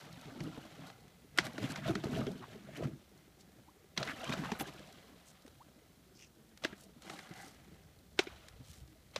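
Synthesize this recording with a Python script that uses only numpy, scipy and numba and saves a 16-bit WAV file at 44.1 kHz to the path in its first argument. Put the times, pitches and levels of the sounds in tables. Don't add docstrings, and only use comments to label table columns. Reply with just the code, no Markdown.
import sys
import numpy as np
from scipy import signal
from scipy.fft import rfft, irfft
from scipy.io import wavfile
from scipy.ndimage import uniform_filter1d
from numba import njit

SR = 44100
rng = np.random.default_rng(int(sys.argv[2]) if len(sys.argv) > 2 else 0)


def output_pcm(signal):
    pcm = np.clip(np.atleast_2d(signal).T, -1, 1) * 32767
    wavfile.write(sys.argv[1], SR, np.round(pcm).astype(np.int16))


N = 405274

# (pitch [Hz], width [Hz], relative level [dB])
BOW_PANELS = [(773, 55, -15.5), (1650, 600, -16.5), (1980, 100, -21.5)]


def undb(db):
    return 10 ** (np.asarray(db) / 20)


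def level(x, db):
    return x * undb(db) / np.sqrt(np.mean(x ** 2))


def colour(x, points):
    hz, db = np.transpose(points)
    grid = np.maximum(np.fft.rfftfreq(2 ** 12, 1 / SR), 1)
    gain = undb(np.interp(np.log(grid), np.log(hz), db))
    cepstrum = irfft(np.log(gain))
    half = len(cepstrum) // 2
    cepstrum[1:half] *= 2
    cepstrum[half + 1:] = 0
    response = irfft(np.exp(rfft(cepstrum)))
    return signal.fftconvolve(x, response)[:len(x)]


def resonance(x, hz, width_hz):
    return signal.lfilter(*signal.iirpeak(min(hz, .45 * SR), hz / width_hz, fs=SR), x)


def walk(rate):
    hold = int(SR / rate)
    steps = np.repeat(rng.standard_normal(1000), hold)[:N]
    return uniform_filter1d(uniform_filter1d(steps, hold), hold) * 4 / 3


def grains(rate, spread_db, smear_s):
    hit, size, hiss = rng.random(N), rng.exponential(size=N), rng.standard_normal(N)
    power = (hit < rate / SR) * undb(2 * spread_db * np.minimum(size, 5))
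    fade = np.exp(-1 / (smear_s * SR))
    smeared = signal.lfilter([1], [1, -fade], power)
    return level(hiss * np.sqrt(smeared + 1e-9), 0)


@njit
def ring(start, pole, size, count):
    out = np.zeros(count)
    for k in range(len(start)):
        z, i = size[k] + 0j, start[k]
        while i < count and abs(z) > size[k] / 300:
            out[i] += z.imag
            z *= pole[k]
            i += 1
    return out


def shards(rate, lo_hz, hi_hz, cycles, spread_db):
    when, pitch, size, long = rng.random((20000, 4))[:int(rate * N / SR)].T
    hz = lo_hz * (hi_hz / lo_hz) ** pitch
    pole = np.exp((2j * np.pi - 1 / (cycles * (.5 + long))) * hz / SR)
    size = undb(spread_db * size) * np.sqrt(hz / cycles)
    return level(ring((when * N).astype(np.int64), pole, size, N), 0)


def effort(rest_db, lag_s, stretch, order):
    # (full push from [s], held [s], settling time [s], crunch level [dB], rumble level [dB])
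    shove_rows = [(0.0, 0.71, 0.44, -58.5, -58), (1.376, 0.79, 0.85, -57, -59.5),
                  (2.6, 0.25, 0.037, -68, -59), (3.967, 0.52, 0.78, -52.5, -58),
                  (6.622, 0.017, 0.19, -57, -58.5), (7.029, 0.42, 0.38, -60.5, -64),
                  (8.179, 0.017, 0.56, -57.5, -65.5), (9.139, 0.12, .1, -59.5, -63)]
    # (peak time [s], fading time before stretching [s], crunch level [dB], rumble level [dB])
    slab_rows = [(0.43, 0.14, -62.5, -46), (0.871, 0.092, -56.5, -59), (1.394, 0.028, -47.5, -43),
                 (1.458, 0.033, -43, -43), (1.638, 0.042, -44.5, -37.5), (1.704, 0.038, -45, -47),
                 (1.776, 0.046, -48, -47), (1.888, 0.05, -45, -33), (2.042, 0.037, -61.5, -33.5),
                 (2.164, 0.14, -48.5, -36), (2.277, 0.028, -53.5, -47), (2.536, 0.054, -57, -51.5),
                 (2.765, 0.046, -53.5, -66), (2.841, 0.046, -51.5, -37.5), (4.0, 0.011, -67, -42),
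                 (4.088, 0.065, -47, -49), (4.297, 0.046, -52.5, -45), (4.337, 0.018, -41, -47),
                 (4.395, 0.079, -56.5, -45), (4.455, 0.029, -51, -44.5), (4.608, 0.021, -43, -43.5),
                 (4.677, 0.02, -45.5, -47), (7.116, 0.12, -56, -58)]
    attack_s = 0.0057
    slab_fade_db, slab_rise_share = 14, 1
    step = 2 ** 6
    t = np.arange(0, N + step, step) / SR - lag_s
    rest_power = undb(2 * rest_db)
    power = rest_power + 0 * t
    for s, held, settle, *db in shove_rows:
        onset = np.clip((t - s) / attack_s + 1, 0, 1)
        push = onset * np.exp(-np.maximum(t - s - held, 0) / settle)
        power += undb(2 * (rest_db + (db[order] - rest_db) * push)) - rest_power
    for s, fading, *db in slab_rows:
        away = np.maximum(t - s, (s - t) / slab_rise_share) / (fading * stretch)
        power += undb(2 * (db[order] - slab_fade_db * away))
    power_db = 10 * np.log10(np.maximum(power, 1e-12))
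    return np.interp(np.arange(N), np.arange(len(t)) * step, power_db)


def rumble(db):
    # (pitch [Hz], width [Hz], relative level [dB])
    hull_modes = [(70, 140, -18), (147, 18, 1), (188, 15, 1.5), (233, 50, -5.5), (319.5, 16, -2),
                  (367, 120, -9.5), (651, 52, -11)]
    bumps = grains(100, 2.9, 0.0019)
    shell = np.zeros(N)
    for k, (hz, width_hz, mode_db) in enumerate(hull_modes):
        sign = (-1) ** k
        shell += sign * undb(mode_db + 3.8 * walk(27)) * resonance(bumps, hz, width_hz)
    gulps = shards(70, 118.5, 476.8, 4.6, 11.6)
    return undb(db) * (level(shell, -0.39) + level(gulps, 0.17))


def crunch(db):
    # (frequency [Hz], relative level [dB])
    ice_colour = [(290, -32), (500, -1), (1130, -5), (1340, -2), (2280, -9), (3220, -1.5), (6000, -14),
                  (7800, -14.5), (13200, -120)]
    # (frequency [Hz], relative level [dB])
    splinter_colour = [(2350, -39.5), (4000, 9), (6740, 0.5), (13600, -5.5), (15500, -36.5)]
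    grit = grains(900, 0.71, 0.002)
    hard = np.clip((db + 72) / 18, .1, 1)
    mixed = hard * level(shards(450, 600.4, 4144, 9.2, 17.0), -5.5)
    mixed = mixed + level(grit, -0.5) + level(grains(150, 0.8, 0.0015), -8.0)
    clumps = np.zeros(N)
    for hz in 600 * 2. ** np.arange(4):
        band = resonance(mixed, hz, hz / np.sqrt(2)) / np.sqrt(hz)
        clumps += undb(3.5 * hard * walk(40)) * band
    pieces = colour(clumps, ice_colour)
    panels = np.zeros(N)
    for hz, width_hz, panel_db in BOW_PANELS:
        panels += level(resonance(grit, hz, width_hz), panel_db + 3.6 * walk(6.4))
    fine = grains(1200, 1.07, 0.00067) + level(grains(110.0, 3.8, 0.0016), -1.4)
    splinters = colour(fine, splinter_colour)
    together = level(pieces, -0.37) + panels + level(splinters, -9.5)
    return undb(db + 1.0 * hard * walk(60)) * together


def knock(t, hz, phases):
    lag_s, fade_cycles, overtone_db = 0.00188, 0.95, -5.5
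    turns = np.maximum(t - lag_s, 0) * hz
    tone = np.sin(2 * np.pi * turns + phases[0])
    tone += undb(overtone_db) * np.sin(2 * np.pi * 1.96 * turns + phases[1])
    swell = turns * np.exp(-turns / fade_cycles) * tone
    return swell / np.abs(swell).max()


def snaps():
    # (time [s], peak of slab and crack [dB], ringing pitch [Hz], knock peak [dB], knock pitch [Hz])
    snap_rows = [(0.404, -34.5, 1950, -34.5, 159.5), (0.899, -43.5, 1380, -44, 654),
                 (1.385, -11, 1480, -26.5, 355), (1.5797, -32, 1520, -31.5, 306),
                 (1.758, -31, 1440, -55, 573), (1.952, -26, 1300, -29.5, 201),
                 (2.0373, -38, 1070, -28, 339), (2.2663, -36.5, 1990, -33, 251),
                 (2.849, -44, 1265, -29, 135), (3.975, -19.5, 3830, -35.5, 190),
                 (4.0282, -26.5, 3600, -32, 615), (4.0732, -34.5, 1550, -44, 154),
                 (4.293, -34, 1960, -36, 196), (4.3228, -28.5, 2560, -57, 583),
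                 (4.3353, -31.5, 1370, -33, 595), (4.5168, -25.5, 850, -29.5, 217),
                 (4.5977, -31.5, 1760, -42, 153), (6.637, -31.5, 3700, -34, 610),
                 (6.647, -20.5, 1510, -28, 327), (7.0967, -35.5, 1330, -43, 358),
                 (7.189, -38.5, 1680, -49, 795), (8.19, -14.5, 2270, -19, 379),
                 (9.16, -26.5, 3500, -28, 555)]
    out = np.zeros(N)
    t = np.arange(SR // 10) / SR
    noise = rng.standard_normal((len(snap_rows), 3, len(t)))
    fade = np.exp(-t / 0.0029) * (1 - np.exp(-t / 0.0024))
    debris = undb(-29.5) * np.exp(-t / 0.015)
    dull = signal.butter(3, 6140, fs=SR)
    for (s, db, hz, knock_db, knock_hz), (crack_noise, slab_noise, phases) in zip(snap_rows, noise):
        broad = resonance(crack_noise * (fade ** 2.08 + debris), 1800, 3900)
        crack = signal.lfilter(*dull, broad) + undb(-15) * crack_noise * fade ** 3
        slab = signal.lfilter(*dull, resonance(slab_noise * fade, hz, hz / 3))
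        burst = level(slab, 0.49) + level(crack, 0)
        both = undb(db) * burst / np.abs(burst).max() + undb(knock_db) * knock(t, knock_hz, phases)
        i = int(s * SR)
        out[i:i + len(t)] += both[:N - i]
    return out


def thumps():
    # (time [s], peak level [dB], pitch [Hz])
    thump_rows = [(2.803, -32, 341), (4.369, -37.5, 186), (5.447, -46, 275), (5.474, -50, 417),
                  (6.725, -44, 214), (7.305, -40.5, 170), (7.718, -48.5, 170), (8.598, -45, 132),
                  (8.687, -47, 81), (8.803, -44.5, 63.3)]
    out, t = np.zeros(N), np.arange(SR // 10) / SR
    for (s, db, hz), phases in zip(thump_rows, rng.standard_normal((len(thump_rows), 2))):
        i = int(s * SR)
        out[i:i + len(t)] += undb(db) * knock(t, hz, phases)
    return out


def ticks():
    # (time [s], peak level [dB])
    tick_rows = [(1.3759, -26), (1.08, -54), (1.467, -38), (1.7192, -37.5), (4.2429, -36.5),
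                 (4.6087, -32.5), (4.6693, -49), (4.7936, -47), (5.464, -49), (5.479, -47.5), (6.5746, -44),
                 (7.021, -45), (7.1372, -48), (7.3374, -43.5), (8.4846, -39.5)]
    t = np.arange(SR // 40) / SR
    bursts = rng.standard_normal((len(tick_rows), len(t))) * np.exp(-t / 0.0031)
    out = np.zeros(N)
    for (s, db), burst in zip(tick_rows, bursts):
        burst = resonance(resonance(burst, 2500, 6100), 3200, 7600)
        i = int(s * SR)
        out[i:i + len(t)] += undb(db) * burst / np.abs(burst).max()
    return out


def scrape():
    start_s, length_s, scrape_db = 7.04, 0.45, -47
    u = (np.arange(N) / SR - start_s) / length_s
    catches = grains(900, 1.5, 0.0014) * undb(2.0 * walk(25))
    panels = np.zeros(N)
    for hz, width_hz, db in BOW_PANELS:
        panels += level(resonance(resonance(catches, hz, width_hz), hz, 2 * width_hz), db)
    drag = np.clip(12 * np.minimum(u, 1 - u), 0, 1)
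    return undb(scrape_db) * drag * panels


def mirrored(x):
    late_s, mirror_db = 0.000508, -19.5
    samples = np.arange(N)
    return x + undb(mirror_db) * np.interp(samples - late_s * SR, samples, x)


def echo(x):
    delay_s, echo_db, low_hz, blur_s = .078, -11.5, 320, 0.0064
    t = np.arange(SR // 20) / SR
    scatter = rng.standard_normal(len(t)) * np.exp(-t / blur_s)
    scatter /= np.sqrt(np.sum(scatter ** 2))
    ledges = signal.fftconvolve(resonance(x, 1800, 2500), scatter)[:N]
    back = signal.lfilter(*signal.butter(2, low_hz, fs=SR), x) + undb(-10.5) * ledges
    return undb(echo_db) * np.concatenate([np.zeros(int(delay_s * SR)), back])[:N]


def swishes():
    # (time [s], length [s], centre [Hz], width of each of two filters [Hz], rms before the swell [dB])
    swish_rows = [(4.584, 0.048, 11400, 5160, -48), (1.795, 0.15, 1400, 890, -50.5),
                  (2.41, 0.053, 1070, 700, -50.5), (4.06, 0.07, 1720, 1200, -41),
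                  (4.419, 0.07, 1060, 900, -44), (3.386, 0.046, 4700, 6000, -64),
                  (5.25, 0.076, 6700, 6100, -63), (6.137, 0.15, 5300, 2540, -62),
                  (6.166, 0.11, 2760, 1510, -61.5), (6.758, 0.11, 6000, 9050, -62.5),
                  (7.016, 0.28, 6040, 7000, -63), (7.326, 0.22, 5460, 7900, -60.5),
                  (8.624, 0.21, 4720, 9200, -62)]
    out, hiss = np.zeros(N), grains(3400, 4.4, 0.00096)
    for s, length, hz, width_hz, db in swish_rows:
        u = np.linspace(0, 1, int(length * SR))
        i = int(s * SR)
        band = resonance(resonance(hiss[i:i + len(u)], hz, width_hz), hz, width_hz)
        out[i:i + len(u)] += np.sin(np.pi * u) * level(band, db)
    return out


def drips():
    # (time [s], starting pitch [Hz], peak before the wobble [dB])
    drip_rows = [(3.668, 615, -55), (5.596, 660, -51.5)]
    drip_s, rise_ratio = 0.037, 2.2
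    trickle_s, trickle_length_s, trickle_db = 4, 0.9, -54
    out = np.zeros(N)
    when, pitch, size = rng.random((30, 3)).T
    starts = trickle_s + trickle_length_s * when ** 2
    lengths = drip_s / (2 + 2 * pitch)
    trickle = zip(starts, 380 * 5 ** pitch, trickle_db - 10 * size, lengths)
    wobble = walk(150)
    for s, hz, db, length in [(*row, drip_s) for row in drip_rows] + list(trickle):
        u = np.linspace(0, 1, int(length * SR))
        i = int(s * SR)
        glide = hz * rise_ratio ** (u * length / drip_s)
        tone = np.sin(2 * np.pi * np.cumsum(glide) / SR)
        out[i:i + len(u)] += undb(db + 3.9 * wobble[i:i + len(u)]) * np.sin(np.pi * u) ** 2 * tone
    return out


def wind():
    # (time [s], level [dB])
    wind_rows = [(0.0, -70.5), (7.5, -69), (8.0, -62.5), (9.19, -62.5)]
    db = np.interp(np.arange(N) / SR, *np.transpose(wind_rows))
    puffs = resonance(resonance(rng.standard_normal(N), 69.5, 67), 69.5, 67)
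    return undb(db + 2.1 * walk(13)) * level(puffs, 0)


def air():
    # (frequency [Hz], relative level [dB])
    air_colour = [(35, -33), (60, -20), (149, 6), (721, -10.5), (976, -14), (1910, -13.5), (2780, -25.5),
                  (3340, -14.5), (15500, -17.5)]
    hiss = colour(rng.standard_normal(N), air_colour)
    return level(hiss, -69) * undb(0.36 * walk(11.0))


def scene():
    keel_db = effort(rest_db=-72.5, lag_s=0.0063, stretch=1, order=1)
    bow_db = effort(rest_db=-73, lag_s=0, stretch=0.91, order=0)
    boat = mirrored(rumble(keel_db) + crunch(bow_db) + snaps() + thumps() + ticks() + scrape())
    return (boat + echo(boat) + swishes() + drips() + wind() + air())[None]


def record(dry):
    thin = signal.sosfilt(signal.butter(2, 36, "high", fs=SR, output="sos"), dry)
    return signal.sosfilt(signal.ellip(10, .2, 60, 15400, fs=SR, output="sos"), thin)


dry = scene()
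out = record(dry)
output_pcm(out)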